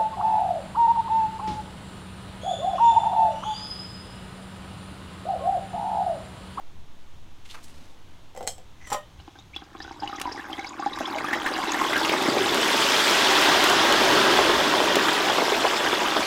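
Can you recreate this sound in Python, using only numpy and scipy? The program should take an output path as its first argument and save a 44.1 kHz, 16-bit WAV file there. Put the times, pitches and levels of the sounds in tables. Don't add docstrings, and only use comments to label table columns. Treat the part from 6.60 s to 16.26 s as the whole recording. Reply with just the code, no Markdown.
import sys
import numpy as np
from scipy import signal
from scipy.fft import rfft, irfft, next_fast_len
from scipy.io import wavfile
from scipy.ndimage import uniform_filter1d, map_coordinates

SR = 44100
rng = np.random.default_rng(int(sys.argv[2]) if len(sys.argv) > 2 else 0)


def inscribe(sig):
    pcm = np.round(np.clip(np.atleast_2d(sig).T, -1, 1) * 32767)
    wavfile.write(sys.argv[1], SR, pcm.astype(np.int16))


N = 426006

# frequency_hz, t60_s
YARD_DECAY = [(200, 0.3), (2000, 0.12), (12000, 0.21)]
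# frequency_hz, density_db
RUMBLE_SPECTRUM = [(15, -14), (25, -1), (35, -18), (55, -7.5), (80, -6.5), (120, -12), (190, -17),
                   (400, -48), (2000, -89)]
JET_SPECTRUM = [(100, -5.5), (300, 5.5), (480, -2), (950, 0.5), (1600, -6.5), (2400, -7.5), (3450, -5),
                (4800, -13), (6000, -13.5), (6500, -12.5), (7500, -18.5), (10000, -22.5), (16000, -27)]
# time_s, level_db
LOW_RUMBLE_LEVEL = [(0.0, -57), (1.1, -56), (3.2, -56), (4.2, -61), (5.6, -58.5), (7.61, -51.5),
                    (8.85, -61.5), (9.66, -59)]
# peak_s, level_db, centre_hz, width_octaves, sigma_s
RUBS = [(0.861, -46, 2560, 1.2, .006), (0.908, -43, 3540, 0.34, 0.0086), (0.919, -50, 3000, 1.4, 0.028),
        (0.95, -42, 1270, 1.4, 0.0058), (0.981, -50, 1200, .9, 0.016), (1.046, -49.5, 7000, 1.2, .011),
        (1.085, -58, 8400, .35, 0.02), (1.097, -58, 2600, 2, .19), (1.17, -56.5, 243, .58, .19),
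        (2.222, -47, 1990, 0.049, 0.0083), (2.25, -47, 1990, 0.05, 0.007), (2.275, -48, 1960, .06, 0.0066),
        (2.284, -55, 6000, 0.065, 0.044), (2.291, -52, 7550, 0.1, .018)]
# start_s, level_db, tilt_db_per_octave
LID_IMPACTS = [(1.749, -39, -4.5), (1.764, -38, -3), (1.775, -33, -3), (1.808, -29, -7), (1.828, -33, -3.5),
               (1.843, -37, -6), (1.869, -35, -1), (1.8745, -26.5, 2.3), (1.981, -41.5, -2)]
RACK_IMPACTS = [(2.271, -52, 4), (2.302, -46, 4.5), (2.318, -28.5, -3.5), (2.323, -28, -4), (2.328, -43, 7),
                (2.345, -28.5, -3)]
# frequency_hz, level_db, t60_s
LID_MODES = [(509, -5, 0.13), (560, -9, 0.092), (758, -1, 0.082), (2030, -14, .09), (3170, -17, 0.18),
             (4170, -17, .08), (5370, -16, 0.16), (6270, -10, .06), (7070, -14, .06), (7700, 1.5, .014),
             (8040, -2, .014), (12100, -24, .057)]
RACK_MODES = [(182, -20.5, 0.17), (537, -5, 0.14), (597, -4.5, 0.23), (810, 4, 0.05), (1014, 1.5, 0.16),
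              (1250, -2.5, 0.19), (1870, -7, 0.27), (2070, -12, 0.15), (2480, -17, 0.16), (3055, -13, 0.36),
              (3640, -19, 0.34), (5400, -21, .12), (5770, -10.5, 0.11), (7300, -4.5, 0.047),
              (8800, -15, 0.054), (10750, -27, .08)]
# start_s, level_db, pitch_hz, t60_s
DROP_POPS = [(2.6, -43.5, 2930, 0.041), (2.679, -45, 335, 0.055), (2.756, -46, 1530, 0.074),
             (2.788, -42.5, 3620, .076), (2.9625, -23, 3340, 0.033), (3.021, -34, 1510, 0.01),
             (3.151, -34.5, 1050, 0.031), (3.203, -27.5, 1750, 0.029), (3.248, -34, 1440, .058),
             (3.278, -36, 1510, 0.048), (3.311, -32.5, 896, .04), (3.423, -29, 876, 0.11),
             (3.433, -27.5, 797, 0.11), (3.4754, -23, 2880, 0.03), (3.494, -37, 800, 0.11),
             (3.529, -25, 1210, 0.06), (3.549, -34, 1230, .08), (3.584, -30, 1930, .03),
             (3.655, -22.5, 966, 0.062), (3.676, -24.5, 950, 0.079), (3.777, -26, 1862, 0.028),
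             (3.795, -28, 1710, 0.045), (3.899, -29.5, 839, 0.021), (3.93, -24, 3170, 0.037),
             (3.981, -29, 1970, 0.027), (3.988, -34, 768, 0.079), (3.993, -25, 2180, 0.034),
             (4.045, -26, 2200, 0.037), (4.196, -25.5, 780, .05), (4.225, -24, 1140, 0.074),
             (4.262, -16.5, 810, 0.052), (4.408, -15.5, 650, 0.032), (4.48, -25, 910, .02),
             (4.555, -25.5, 618, 0.12), (4.584, -21, 2200, 0.031), (4.643, -17.5, 1190, .05),
             (4.684, -22, 1690, 0.065), (4.73, -15.5, 1850, 0.093), (4.762, -22, 624, .04),
             (4.861, -16.5, 1760, 0.092), (4.962, -24.5, 1630, 0.095), (4.987, -22.5, 760, 0.053),
             (5.037, -18, 1060, 0.029), (5.143, -18.5, 1880, 0.06), (5.213, -14, 1063, 0.052),
             (5.248, -17, 1070, 0.039), (5.33, -16.5, 2046, 0.068), (5.359, -16.5, 1604, .09),
             (5.448, -18, 2730, 0.06), (5.493, -16.5, 2910, 0.05)]
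# frequency_hz, bandwidth_hz, gain_db
AIR_MODES = [(311, 57, 15), (793, 60, 15), (1040, 140, 5), (1570, 37, 3.5), (2130, 40, -6), (3430, 87, 4)]
WALL_MODES = [(1505, 12, 0), (2130, 14, 2), (2650, 14, 3), (3290, 14, 5), (3900, 16, 14), (4800, 18, 9),
              (5190, 18, 7), (6500, 25, 6)]
GAP_MODES = [(384, 72, -1), (613, 75, -11), (845, 38, -28), (950, 79, -11), (1133, 64, -15),
             (1615, 81, -10.5), (1895, 49, -5), (3500, 94, -7), (5130, 300, -12)]
# frequency_hz, density_db
FIZZ_SPECTRUM = [(700, -1), (1500, -1), (3800, -1), (5500, -4), (7500, -9), (10000, -20), (16000, -29)]
BURST_SPECTRUM = [(130, -10.5), (300, -6.5), (540, -9.5), (1000, 1.5), (2400, -1.5), (4000, -11),
                  (7000, -16), (10000, -25.5), (16000, -33)]
BOIL_SPECTRUM = [(60, -19.5), (150, -6), (230, -4.5), (310, 0), (385, -2), (480, -6.5), (630, -6),
                 (900, -3), (1400, -5.5), (2300, -7.5), (3300, -5), (3900, -9), (5200, -15.5), (9800, -33),
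                 (16000, -38)]
# start_s, level_db, pitch_hz, length_s
SKIN_SQUEAKS = [(2.928, -36, 2520, 0.032), (3.21, -35, 5000, 0.031), (3.397, -34.5, 4970, 0.013),
                (3.427, -39, 2830, 0.021), (3.555, -35, 5900, 0.0144), (3.632, -40, 3000, 0.03),
                (3.713, -30, 5280, 0.024), (4.058, -33, 4770, 0.026), (4.088, -32, 6830, 0.012),
                (4.327, -27.5, 3800, 0.016), (4.45, -23.5, 3360, 0.015), (4.497, -35, 4540, .018),
                (4.935, -24, 4680, 0.0091), (5.075, -30, 4000, 0.021), (5.116, -18, 6800, 0.01)]
# time_s, level_db
STEAM_LEVEL = [(2.5, -61), (3.0, -59), (3.56, -44), (3.63, -40), (4.08, -42), (4.27, -41), (4.41, -34),
               (5.37, -27), (5.77, -28), (5.99, -26), (6.49, -24), (6.83, -21), (7.76, -21), (7.96, -23),
               (9.18, -26), (9.66, -26.5)]
# peak_s, boost_db, sigma_s
FLOOD_GLUGS = [(5.776, 7.5, 0.22), (7.62, 3.5, 0.18), (8.192, 3, 0.28)]
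# start_s, level_db
OIL_SPITS = [(3.5986, -18.5), (3.6146, -11.5), (4.388, -20), (5.12, -23), (5.378, -14), (5.625, -15),
             (5.9445, -9.5), (6.8137, -7), (7.0397, -3.5), (7.098, -8), (7.324, -7), (8.356, -5.5),
             (8.53, -12)]
# start_s, level_db, brightness_hz
BUBBLE_GULPS = [(5.537, -10, 900), (5.686, -15, 450), (5.766, -13, 600), (7.788, -10, 900),
                (7.894, -10, 900), (8.138, -13, 1200), (8.203, -9, 650), (8.366, -10.5, 650),
                (8.4845, -7.5, 2200), (8.697, -13.5, 1400), (8.783, -11.5, 900), (8.819, -10, 900),
                (8.881, -12, 950), (8.92, -14, 800), (9.048, -11.5, 900), (9.135, -16, 1000),
                (9.262, -13, 1600), (9.329, -12.5, 950), (9.522, -13.5, 1500), (9.565, -11.5, 850)]

PATTER_S, TOUCH_S, WET_S, SUNK_S = 3, 4.57, 5.55, 6.5
EASE_S, CALM_S = 7.7, 8.9


def amp(db):
    return 10 ** (np.asarray(db) / 20)


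def unit(x):
    return x / np.sqrt(np.mean(x ** 2) + 1e-20)


def steady(x):
    power = uniform_filter1d(uniform_filter1d(x * x, SR // 6), SR // 6)
    return x / np.sqrt(np.abs(power) + 1e-12)


def along(points, hz):
    frequencies, values = np.transpose(points)
    return np.interp(np.log(hz + 1), np.log(frequencies + 1), values)


def contour(points):
    return np.interp(np.arange(N) / SR, *np.transpose(points))


def ramp(start_s, end_s):
    return np.clip((np.arange(N) / SR - start_s) / max(end_s - start_s, 1e-3), 0, 1)


def swell(peak_s, rise_s, fall_s):
    t = np.arange(N) / SR - peak_s
    return np.exp(-(t / np.where(t < 0, rise_s, fall_s)) ** 2 / 2)


def wobble(knots_per_s):
    knots = rng.standard_normal(int(N * knots_per_s / SR) + 4)
    return map_coordinates(knots, [np.arange(N) * knots_per_s / SR])


def add(track, start_s, sound):
    part = track[round(start_s * SR):][:len(sound)]
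    part += sound[:len(part)]


def coloured(x, spectrum, size=4096):
    gain = amp(along(spectrum, np.fft.rfftfreq(size, 1 / SR)))
    cepstrum = irfft(np.log(gain + 1e-6))
    cepstrum[1:size // 2] *= 2
    cepstrum[size // 2 + 1:] = 0
    return signal.fftconvolve(x, irfft(np.exp(rfft(cepstrum))))[:N]


def band(x, lo_hz, hi_hz, order=2):
    edges_hz = [lo_hz, min(hi_hz, SR / 2 - 1000)]
    return signal.sosfilt(signal.butter(order, edges_hz, "band", fs=SR, output="sos"), x)


def echoes(x, wet_db, size=8192):
    blocks = np.pad(x, (0, -N % size)).reshape(-1, size)
    hz, t, noise = signal.stft(rng.standard_normal(blocks.shape), SR, nperseg=256)
    decay = amp(-60 * t / along(YARD_DECAY, hz)[:, None])
    tails = signal.istft(noise * decay, SR, nperseg=256)[1]
    tails /= np.linalg.norm(tails, axis=1, keepdims=True)
    out = x.copy()
    for k, tail in enumerate(signal.fftconvolve(blocks, tails, axes=1)):
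        add(out, k * size / SR + .002, amp(wet_db) * tail)
    return out


def ringing(modes):
    t = np.arange(SR // 4) / SR
    return sum(amp(db) * 2 * np.pi * width / SR * np.exp(-np.pi * width * t) * np.cos(2 * np.pi * hz * t)
               for hz, width, db in modes)


def resonate(x, modes, ring_db):
    return x + amp(ring_db) * signal.fftconvolve(x, ringing(modes))[:N]


def in_open_pot(x, air_db, wall_db):
    return resonate(resonate(x, AIR_MODES, air_db), WALL_MODES, wall_db)


def burner(sway_hz=4.3):
    t = np.arange(N) / SR
    rumble = unit(coloured(rng.standard_normal(N), RUMBLE_SPECTRUM))
    rumble *= amp(3.5 + contour(LOW_RUMBLE_LEVEL) + 2.4 * wobble(11))
    jet = unit(coloured(rng.standard_normal(N), JET_SPECTRUM)) * amp(-56.5 + .5 * wobble(4.76))
    sway = amp(-31.5 - 4.5 * t) * np.sin(2 * np.pi * sway_hz * t + .5 * wobble(3.8))
    return rumble + jet + sway * (1 - ramp(2.4, 2.5))


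def scuffs(cracks_per_s=9000, grit_db=1.8):
    out, t = np.zeros(N), np.arange(SR // 2) / SR - .25
    for peak_s, db, hz, octaves, sigma_s in RUBS:
        cracks = (rng.random(len(t)) < cracks_per_s / SR) * rng.standard_normal(len(t))
        cloud = unit(band(cracks, hz / 2 ** (octaves / 2), hz * 2 ** (octaves / 2), order=1))
        add(out, peak_s + t[0], amp(db) * np.exp(-(t / sigma_s) ** 2 / 2) * cloud)
    grit = unit(amp(grit_db * wobble(250)))
    return echoes(band(out * grit, 100, 11000, order=1), wet_db=-9)


def struck(impacts, modes, click_db, click_t60_s, click_hz=5000):
    out, t = np.zeros(N), np.arange(SR // 3) / SR
    hz, mode_db, t60_s = np.transpose(modes)[:, :, None]
    for start_s, db, tilt in impacts:
        strength_db = mode_db + tilt * np.log2(hz / 800) + rng.normal(0, 1.8, hz.shape)
        chatter = np.cumsum(rng.standard_normal((len(hz), len(t))), axis=1) * .006 * np.sqrt(hz / 800)
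        phase = 2 * np.pi * (hz * t + chatter + rng.random(hz.shape))
        ring = np.sum(amp(strength_db - 60 * t / t60_s) * np.sin(phase), axis=0)
        click = band(rng.standard_normal(len(t)), 250, 4300, order=1)
        click *= amp(click_db + tilt * np.log2(click_hz / 800) - 60 * t / click_t60_s)
        add(out, start_s, amp(db) * (ring + click))
    return out


def lid():
    return echoes(struck(LID_IMPACTS, LID_MODES, click_db=4, click_t60_s=.021), wet_db=-3.5)


def rack():
    return echoes(struck(RACK_IMPACTS, RACK_MODES, click_db=1, click_t60_s=.11), wet_db=-9.5)


def pops(rise=.0487, rise_s=.016, snap_db=-14, snap_t60_s=.0066):
    out, booms, t = np.zeros(N), np.zeros(N), np.arange(SR // 6) / SR
    boom = band(ringing(AIR_MODES), 160, 1060)
    boom /= np.abs(boom).max()
    glide = 1 + rise * (1 - np.exp(-t / rise_s))
    for start_s, db, hz, t60_s in DROP_POPS:
        roughness = .18 if start_s < TOUCH_S else .6
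        turns = np.cumsum(hz * (glide + roughness * rng.standard_normal(len(t)))) / SR
        ring = amp(-60 * t / t60_s) * (1 - np.exp(-t * hz)) * np.sin(2 * np.pi * turns)
        snap = amp(snap_db - 60 * t / snap_t60_s) * band(rng.standard_normal(len(t)), 620, 3000)
        boom_db = -24 + .6 * (db + 20) - 3.5 * np.log2(hz / 1000)
        add(out, start_s, amp(db) * (ring + snap))
        add(booms, start_s, amp(boom_db) * boom)
    return echoes(in_open_pot(out, air_db=-17, wall_db=-5) + booms, wet_db=-13)


def bubbles(lo_hz, hi_hz, per_s, cycles, spread_db, rise):
    due = np.cumsum(per_s) / SR
    when, pitch, life, size = rng.random((int(due[-1]), 4)).T
    start = np.searchsorted(due, np.arange(len(when)) + 2 * when)
    hz = lo_hz * (hi_hz / lo_hz) ** pitch
    decay_s = cycles * 2 ** (2 * life - 1) / hz
    t = np.arange(min(int(5 * cycles / lo_hz * SR), 900)) / SR
    age = t / decay_s[:, None]
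    envelope = (1 - np.exp(-10 * age)) * np.exp(-age) * (1 - t / t[-1])
    wave = envelope * np.sin(2 * np.pi * hz[:, None] * t * (1 + rise * age / (1 + age)))
    wave *= (amp(spread_db * size ** 2) * hz)[:, None]
    return np.bincount((start[:, None] + np.arange(len(t))).ravel(), wave.ravel(), N)[:N]


def splatter(rise_s=.012, fall_s=.036):
    power, t = np.zeros(N), np.arange(SR // 2) / SR - .1
    envelope = np.exp(-np.abs(t) / np.where(t < 0, rise_s, fall_s))
    for pop_s, pop_db, _, _ in DROP_POPS:
        fizz_db = -48 + .4 * (pop_db + 20)
        add(power, pop_s + t[0], (amp(fizz_db) * envelope) ** 2)
    bursts = bubbles(800, 7000, per_s=np.full(N, 700), cycles=3, spread_db=12, rise=0)
    fizz = np.sqrt(power) * unit(coloured(bursts, FIZZ_SPECTRUM))
    return echoes(in_open_pot(fizz, air_db=-3, wall_db=0), wet_db=-9)


def squeaks(octaves_per_s=22, hoarseness=.2):
    out = np.zeros(N)
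    for start_s, db, hz, length_s in SKIN_SQUEAKS:
        t = np.arange(int(length_s * SR)) / SR
        jitter = 1 + hoarseness * rng.standard_normal(SR // 4)[:len(t)]
        pitch_hz = hz * 2 ** (octaves_per_s * (t - length_s / 2)) * jitter
        envelope = amp(db - 4) * np.sin(np.pi * t / length_s) ** 2
        add(out, start_s, envelope * np.sin(2 * np.pi * np.cumsum(pitch_hz) / SR))
    return echoes(in_open_pot(band(out, 1500, 7500), air_db=-6, wall_db=-5), wet_db=-13)


def seethe(bursts, lo_hz, hi_hz, wash_db, wet_db, buried, flutter_db=0):
    size_band = lambda x: steady(band(x, lo_hz, hi_hz, order=3))
    boil = lambda x: size_band(resonate(coloured(x, BOIL_SPECTRUM), GAP_MODES, ring_db=0))
    sunk = buried + (.98 - buried) * ramp(TOUCH_S, SUNK_S)
    even_bursts = steady(echoes(bursts, wet_db))
    open_pot = size_band(in_open_pot(coloured(even_bursts, BURST_SPECTRUM), air_db=0, wall_db=-3))
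    wash = amp(wash_db - 4 * ramp(EASE_S, CALM_S)) * boil(rng.standard_normal(N))
    plugged_pot = steady(boil(even_bursts) + wash)
    return steady((1 - sunk) * open_pot + sunk * plugged_pot) * amp(flutter_db * wobble(20))


def frying(full_steam_db=-21, doubling_db=4.5):
    steam_db = contour(STEAM_LEVEL)
    rate = 130 + 1100 * 2 ** ((steam_db - full_steam_db) / doubling_db)
    blubs = unit(bubbles(219, 685, rate / 2, cycles=1, spread_db=11.7, rise=.029))
    plops = unit(bubbles(606, 2190, rate, cycles=3, spread_db=11, rise=.1))
    smacks = amp(-4) * unit(band(blubs, 450, 3300))
    big = seethe(blubs, 80, 644, wash_db=-6.5, wet_db=-13, buried=.037)
    middle = seethe(plops + smacks, 580, 1880, wash_db=-2.5, wet_db=-6.5, buried=.41, flutter_db=.5)
    ticks = bubbles(1962, 5950, rate * 2, cycles=4.4, spread_db=27.5, rise=.028)
    crackle = seethe(ticks, 1300, 7400, wash_db=2, wet_db=-4.5, buried=.28)
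    prickles = bubbles(4440, 14500, rate * 3, cycles=4, spread_db=27, rise=.027)
    spray = seethe(prickles, 6170, 21400, wash_db=3.5, wet_db=-.5, buried=.32, flutter_db=.45)

    dipped = ramp(TOUCH_S, WET_S)
    flash = swell(6.36, rise_s=.34, fall_s=.38)

    def strength(drip_db, dipped_db, flash_db=0):
        return amp(steam_db + (1 - dipped) * drip_db + dipped * dipped_db + flash * flash_db)

    glug_db = sum(db * swell(peak_s, sigma_s, sigma_s) for peak_s, db, sigma_s in FLOOD_GLUGS)
    patter = amp(-61.5)
    gurgle = (strength(-7, -7.5) * amp(glug_db) + patter) * big + strength(-.94, -.73) * middle
    sizzle = strength(-10, -2.34, flash_db=3.95) * crackle + strength(-19.5, -11, flash_db=5.7) * spray
    heave = unit(amp((.32 + .3 * ramp(EASE_S, CALM_S)) * wobble(24)))
    return ramp(PATTER_S, PATTER_S + .07) * (heave * gurgle + sizzle)


def spits(t60_s=.025):
    out, t = np.zeros(N), np.arange(SR // 30) / SR
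    for start_s, db in OIL_SPITS:
        add(out, start_s, amp(db - 7 - 60 * t / t60_s) * rng.standard_normal(len(t)))
    cracks = band(out, 1400, 5500, order=1)
    return echoes(in_open_pot(cracks, air_db=-4, wall_db=-6), wet_db=-17)


def gulps(slosh_t60_s=.065, tear_db=2, tear_t60_s=.004):
    out, t = np.zeros(N), np.arange(SR // 8) / SR
    envelope = amp(-60 * t / slosh_t60_s) + amp(tear_db - 60 * t / tear_t60_s)
    for start_s, db, hz in BUBBLE_GULPS:
        gulp = band(envelope * rng.standard_normal(len(t)), hz / 2.4, hz * 1.2)
        add(out, start_s, amp(db) * gulp / np.abs(gulp).max())
    return echoes(resonate(out, GAP_MODES, ring_db=0), wet_db=-12)


def scene():
    yard = lid() + rack() + burner() + scuffs()
    oil = frying() + pops() + gulps() + splatter() + squeaks() + spits()
    return (yard + oil)[None]


def record(dry, cutoff_hz=15850):
    size = next_fast_len(N + SR // 2)
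    passband = np.fft.rfftfreq(size, 1 / SR) < cutoff_hz
    return irfft(rfft(dry[0], size) * passband, size)[None, :N]


dry = scene()
out = record(dry)
inscribe(out)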